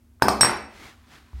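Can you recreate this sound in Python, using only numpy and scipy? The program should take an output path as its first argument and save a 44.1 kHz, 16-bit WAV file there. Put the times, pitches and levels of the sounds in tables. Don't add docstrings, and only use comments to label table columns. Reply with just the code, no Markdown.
import sys
import numpy as np
from scipy import signal
from scipy.fft import rfft, irfft, next_fast_len
from scipy.io import wavfile

SR = 44100
rng = np.random.default_rng(int(sys.argv[2]) if len(sys.argv) > 2 else 0)


def unload_audio(sound):
    columns = np.transpose(np.atleast_2d(sound))
    steps = np.round(np.clip(columns, -1, 1) * 32767)
    wavfile.write(sys.argv[1], SR, steps.astype(np.int16))


N = 61739
T = np.arange(N) / SR

# f/Hz, rms level/dB
HUM_TONES = [(70, -62), (237, -66.5)]
# f/Hz, level/dB
RUMBLE_SPECTRUM = [(25, -17.5), (55, -3.5), (90, -3), (140, -23.5), (260, -18), (500, -31.5), (1200, -36.5),
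                   (4000, -44), (15000, -44.5)]
# t/s, thud level/dB, knock level/dB, lower and upper knock f/Hz, knock t60/s,
# crack level/dB, ring level/dB, place struck (0 heel, 1 side)
CONTACTS = [(0.2220, -4.5, 1, 920, 1552, 0.016, -18, -25, 0),
            (0.2831, -12, 4.5, 740, 1195, 0.012, -11.5, -21.5, 0.36),
            (0.4096, -24.5, 0.5, 934, 1600, .014, -7.5, -3, 1),
            (0.4323, -11, 7, 1170, 1850, 0.0034, -29, -25.5, 0.99),
            (0.447, -14, 2, 960, 1603, 0.01, -10, -14.5, 1),
            (0.4588, -19.5, -4, 1093, 1970, 0.011, -28, -25.5, 0.95),
            (0.4720, -19, -7.5, 862, 1444, 0.006, -38.5, -48.5, 0.77),
            (0.4810, -20, -14.5, 988, 1574, 0.0091, -40.5, -42, 0.16),
            (0.4949, -25, -3, 876, 1426, 0.016, -29.5, -58, 0.79),
            (0.5169, -21.5, -8.5, 760, 1390, 0.0069, -40, -46, 0.31),
            (0.5303, -29, -14, 1340, 2170, 0.0039, -57, -60, 0.43)]
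# f/Hz, level/dB relative to the thud, t60/s
BOARD_MODES = [(69.2, -29, 0.63), (217.9, -19.5, 0.48), (281.2, -24.5, 0.44), (393.3, -25.5, 0.26),
               (625, -36, 0.28)]
# f/Hz, level/dB
CRACK_SPECTRUM = [(1000, -3.5), (2300, 1), (3100, -5.5), (4400, -8), (5800, 0.5), (7200, -11.5),
                  (8800, -14), (10300, -11.5), (12500, -12.5), (16000, -22)]
# f/Hz, level/dB struck on the heel, level/dB struck on the side, t60/s
GLASS_HZ = [1985, 2610, 4268, 5155, 5548, 7070, 8203, 9020, 10692, 11178, 13412, 15165, 15450]
GLASS_HEEL_DB = [-26, -11, -19, -1, -8, -23, -8, -8, -20, -13, -9, -27, -21]
GLASS_SIDE_DB = [-24, -23, -26, -21, -1, -37, 1, -29, -13, -17, -26, -33, -26]
GLASS_T60_S = [.48, .47, .28, .3, .2, .3, .19, .24, .17, .15, .25, .2, .2]
# f/Hz, level/dB relative to the direct sound, t60/s
REVERB_BANDS = [(60, 2, .6), (146, 5.5, 0.28), (280, 6, 0.41), (550, -2, 0.48), (990, -1.5, 0.35),
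                (1600, -6.5, 0.4), (2600, 3.5, 0.42), (4300, -7, 0.41), (6000, -4, 0.36),
                (8500, -2.5, 0.33), (15000, -10, .3)]
# peak t/s, level/dB, rise/s, fall/s
SWISHES = [(0.761, -50.5, 0.042, 0.029), (0.847, -46.5, 0.064, .056), (1.14, -51, .036, 0.046),
           (1.39, -60.5, .04, 0.062)]
# f/Hz, level/dB
CLOTH_SPECTRUM = [(59, -38.5), (100, -1), (352, 0), (513, -11), (764, -4), (942, -7), (1020, -4),
                  (1560, -4), (2090, -5.5), (2920, -8.5), (3840, -10), (7670, -19), (15000, -28.5)]
# f/Hz, level/dB
THUMP_SPECTRUM = [(30, -4), (60, 1), (100, 3.5), (160, -13.5), (400, -32.5), (2000, -66)]


def from_db(db):
    return 10 ** (np.asarray(db) / 20)


def rms_one(x):
    return x / np.sqrt(np.mean(x ** 2) + 1e-20)


def peak_one(x):
    return x / np.max(np.abs(x))


def filtered(x, hz, kind, order=2):
    return signal.sosfilt(signal.butter(order, hz, kind, fs=SR, output="sos"), x + 1e-18)


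def at_hz(points, hz):
    points = np.array(points)
    return np.interp(np.log(hz + 1e-9), np.log(points[:, 0]), points[:, 1])


def noise(spectrum):
    size = next_fast_len(N)
    gain = from_db(at_hz(spectrum, np.fft.rfftfreq(size, 1 / SR)))
    return rms_one(irfft(rfft(rng.standard_normal(size)) * gain, size)[:N])


def decay(t60):
    return from_db(np.maximum(-60 * T / t60, -300))


def ring(hz, t60):
    return np.sin(2 * np.pi * hz * T) * decay(t60)


def delayed(x, s):
    return np.concatenate([np.zeros(max(int(s * SR), 0)), x])[:N]


def room_tone():
    hum = sum(np.sqrt(2) * from_db(db) * np.sin(2 * np.pi * (hz * T + rng.random()))
              for hz, db in HUM_TONES)
    return hum + from_db(-57.5) * noise(RUMBLE_SPECTRUM)


def tipping(nudge_s=0.199, growth_s=0.0036):
    nudge = delayed(from_db(-43) * ring(hz=1300, t60=0.008), nudge_s)
    until_knock_s = CONTACTS[0][0] - T
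    swell = np.exp(-np.abs(until_knock_s) / growth_s) * (until_knock_s > 0)
    skid = rms_one(filtered(rng.standard_normal(N), hz=[503, 1508], kind="band"))
    return nudge + from_db(-34) * skid * swell


def floor_knocks(dull_above_ratio=1.58):
    blow = signal.unit_impulse(N)
    impact = peak_one(filtered(blow, hz=[190, 750], kind="band"))
    joists = peak_one(filtered(blow, hz=[59.2, 150], kind="band"))
    boards = sum(from_db(db) * ring(hz, t60) for hz, db, t60 in BOARD_MODES)
    thud = impact + from_db(-18) * joists + boards
    out = 0
    for s, thud_db, knock_db, lower_hz, upper_hz, t60, *_ in CONTACTS:
        tones = ring(lower_hz, t60) - ring(upper_hz, t60)
        knock = peak_one(filtered(tones, dull_above_ratio * upper_hz, "low", order=3))
        out = out + delayed(from_db(thud_db) * thud + from_db(knock_db) * knock, s)
    return out


def contact_cracks(echo_s=0.0059, echo_db=9):
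    snaps = sum(delayed(from_db(crack_db) * noise(CRACK_SPECTRUM) * decay(t60=0.022), s)
                for s, *_, crack_db, _, _ in CONTACTS)
    echo = filtered(snaps, hz=[3700, 4900], kind="band", order=3)
    return snaps + from_db(echo_db) * delayed(echo, echo_s)


def bottle_ring(rise_s=0.0003, twin_ratio=1.0045, twin_db=-18):
    out = 0
    for hz, heel_db, side_db, t60 in zip(GLASS_HZ, GLASS_HEEL_DB, GLASS_SIDE_DB, GLASS_T60_S):
        envelope = decay(t60) * (1 - np.exp(-T / rise_s))
        energy = 0
        for s, *_, ring_db, place in CONTACTS:
            strike_db = ring_db + np.interp(place, [0, 1], [heel_db, side_db])
            energy = energy + delayed(from_db(strike_db) * envelope, s) ** 2
        cycles = np.outer([1, twin_ratio], hz * T) + rng.random((2, 1))
        main, twin = np.sin(2 * np.pi * cycles)
        out = out + np.sqrt(energy) * (main + from_db(twin_db) * twin)
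    return out


def room_reverb(x, delay_s=0.003, build_s=0.008):
    bands = np.array(REVERB_BANDS)
    edges_hz = np.geomspace(40, 18000, 19)
    response = 0
    for low, high in zip(edges_hz, edges_hz[1:]):
        hz = np.sqrt(low * high)
        t60 = at_hz(bands[:, [0, 2]], hz)
        reflections = filtered(rng.standard_normal(N), [low, high], "band", order=3)[::-1]
        tail = rms_one(reflections * decay(t60) * (1 - np.exp(-T / build_s)))
        band_share = np.sqrt(2 * (high - low) / SR / N)
        response = response + from_db(at_hz(bands, hz)) * tail * band_share
    return signal.fftconvolve(x, delayed(response, delay_s))[:N]


def clothing(stir_db=-63, stir_full_s=0.82, fastest_hz=2200, hz_per_db=70, roughness_db=1):
    motion = from_db(stir_db) * np.clip(2 * T / stir_full_s - 1, 0, 1)
    for s, db, rise, fall in SWISHES:
        width_s = np.where(T < s, rise, fall)
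        motion = np.hypot(motion, from_db(db) * np.exp(-((T - s) / width_s) ** 2 / 2))
    speed_db = 20 * np.log10(np.maximum(peak_one(motion), 0.1))
    resonance_hz = fastest_hz + hz_per_db * speed_db
    flutter = filtered(rng.standard_normal(N), hz=73, kind="low")
    rub = rms_one(flutter * np.sin(2 * np.pi * np.cumsum(resonance_hz) / SR))
    grain = rms_one(filtered(rng.standard_normal(N), hz=150, kind="low"))
    return motion * from_db(roughness_db * grain) * (noise(CLOTH_SPECTRUM) + from_db(-10.5) * rub)


def soft_thump(start_s=1.332, rise_s=0.0044, t60=1):
    rumble = from_db(-12) * noise(THUMP_SPECTRUM) * decay(t60)
    boom = (rumble - ring(hz=63.3, t60=t60)) * (1 - np.exp(-T / rise_s))
    tick = ring(hz=958, t60=0.0072)
    return delayed(from_db(-40) * tick + from_db(-29.5) * boom, start_s)


def scene():
    blows = tipping() + floor_knocks() + contact_cracks()
    glass = bottle_ring()
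    reverb = room_reverb(blows + from_db(-8.5) * glass)
    return (blows + glass + reverb + clothing() + soft_thump() + room_tone())[None]


def record(dry, threshold_db=-31, duck_db_per_db=0.4, smoothing_s=0.045, makeup_db=1, ceiling=0.93):
    mic = filtered(dry, hz=42, kind="high")
    pole = np.exp(-1 / (smoothing_s * SR))
    power = signal.lfilter([(1 - pole) ** 2], [1, -2 * pole, pole * pole], mic ** 2)
    over_db = np.maximum(10 * np.log10(power + 1e-12) - threshold_db, 0)
    ducked = mic * from_db(makeup_db - duck_db_per_db * over_db)
    overloaded = ceiling * np.tanh(ducked / ceiling)
    top_cut = signal.ellip(10, 0.1, 90, 16000, fs=SR, output="sos")
    return signal.sosfilt(top_cut, overloaded)


dry = scene()
out = record(dry)
unload_audio(out)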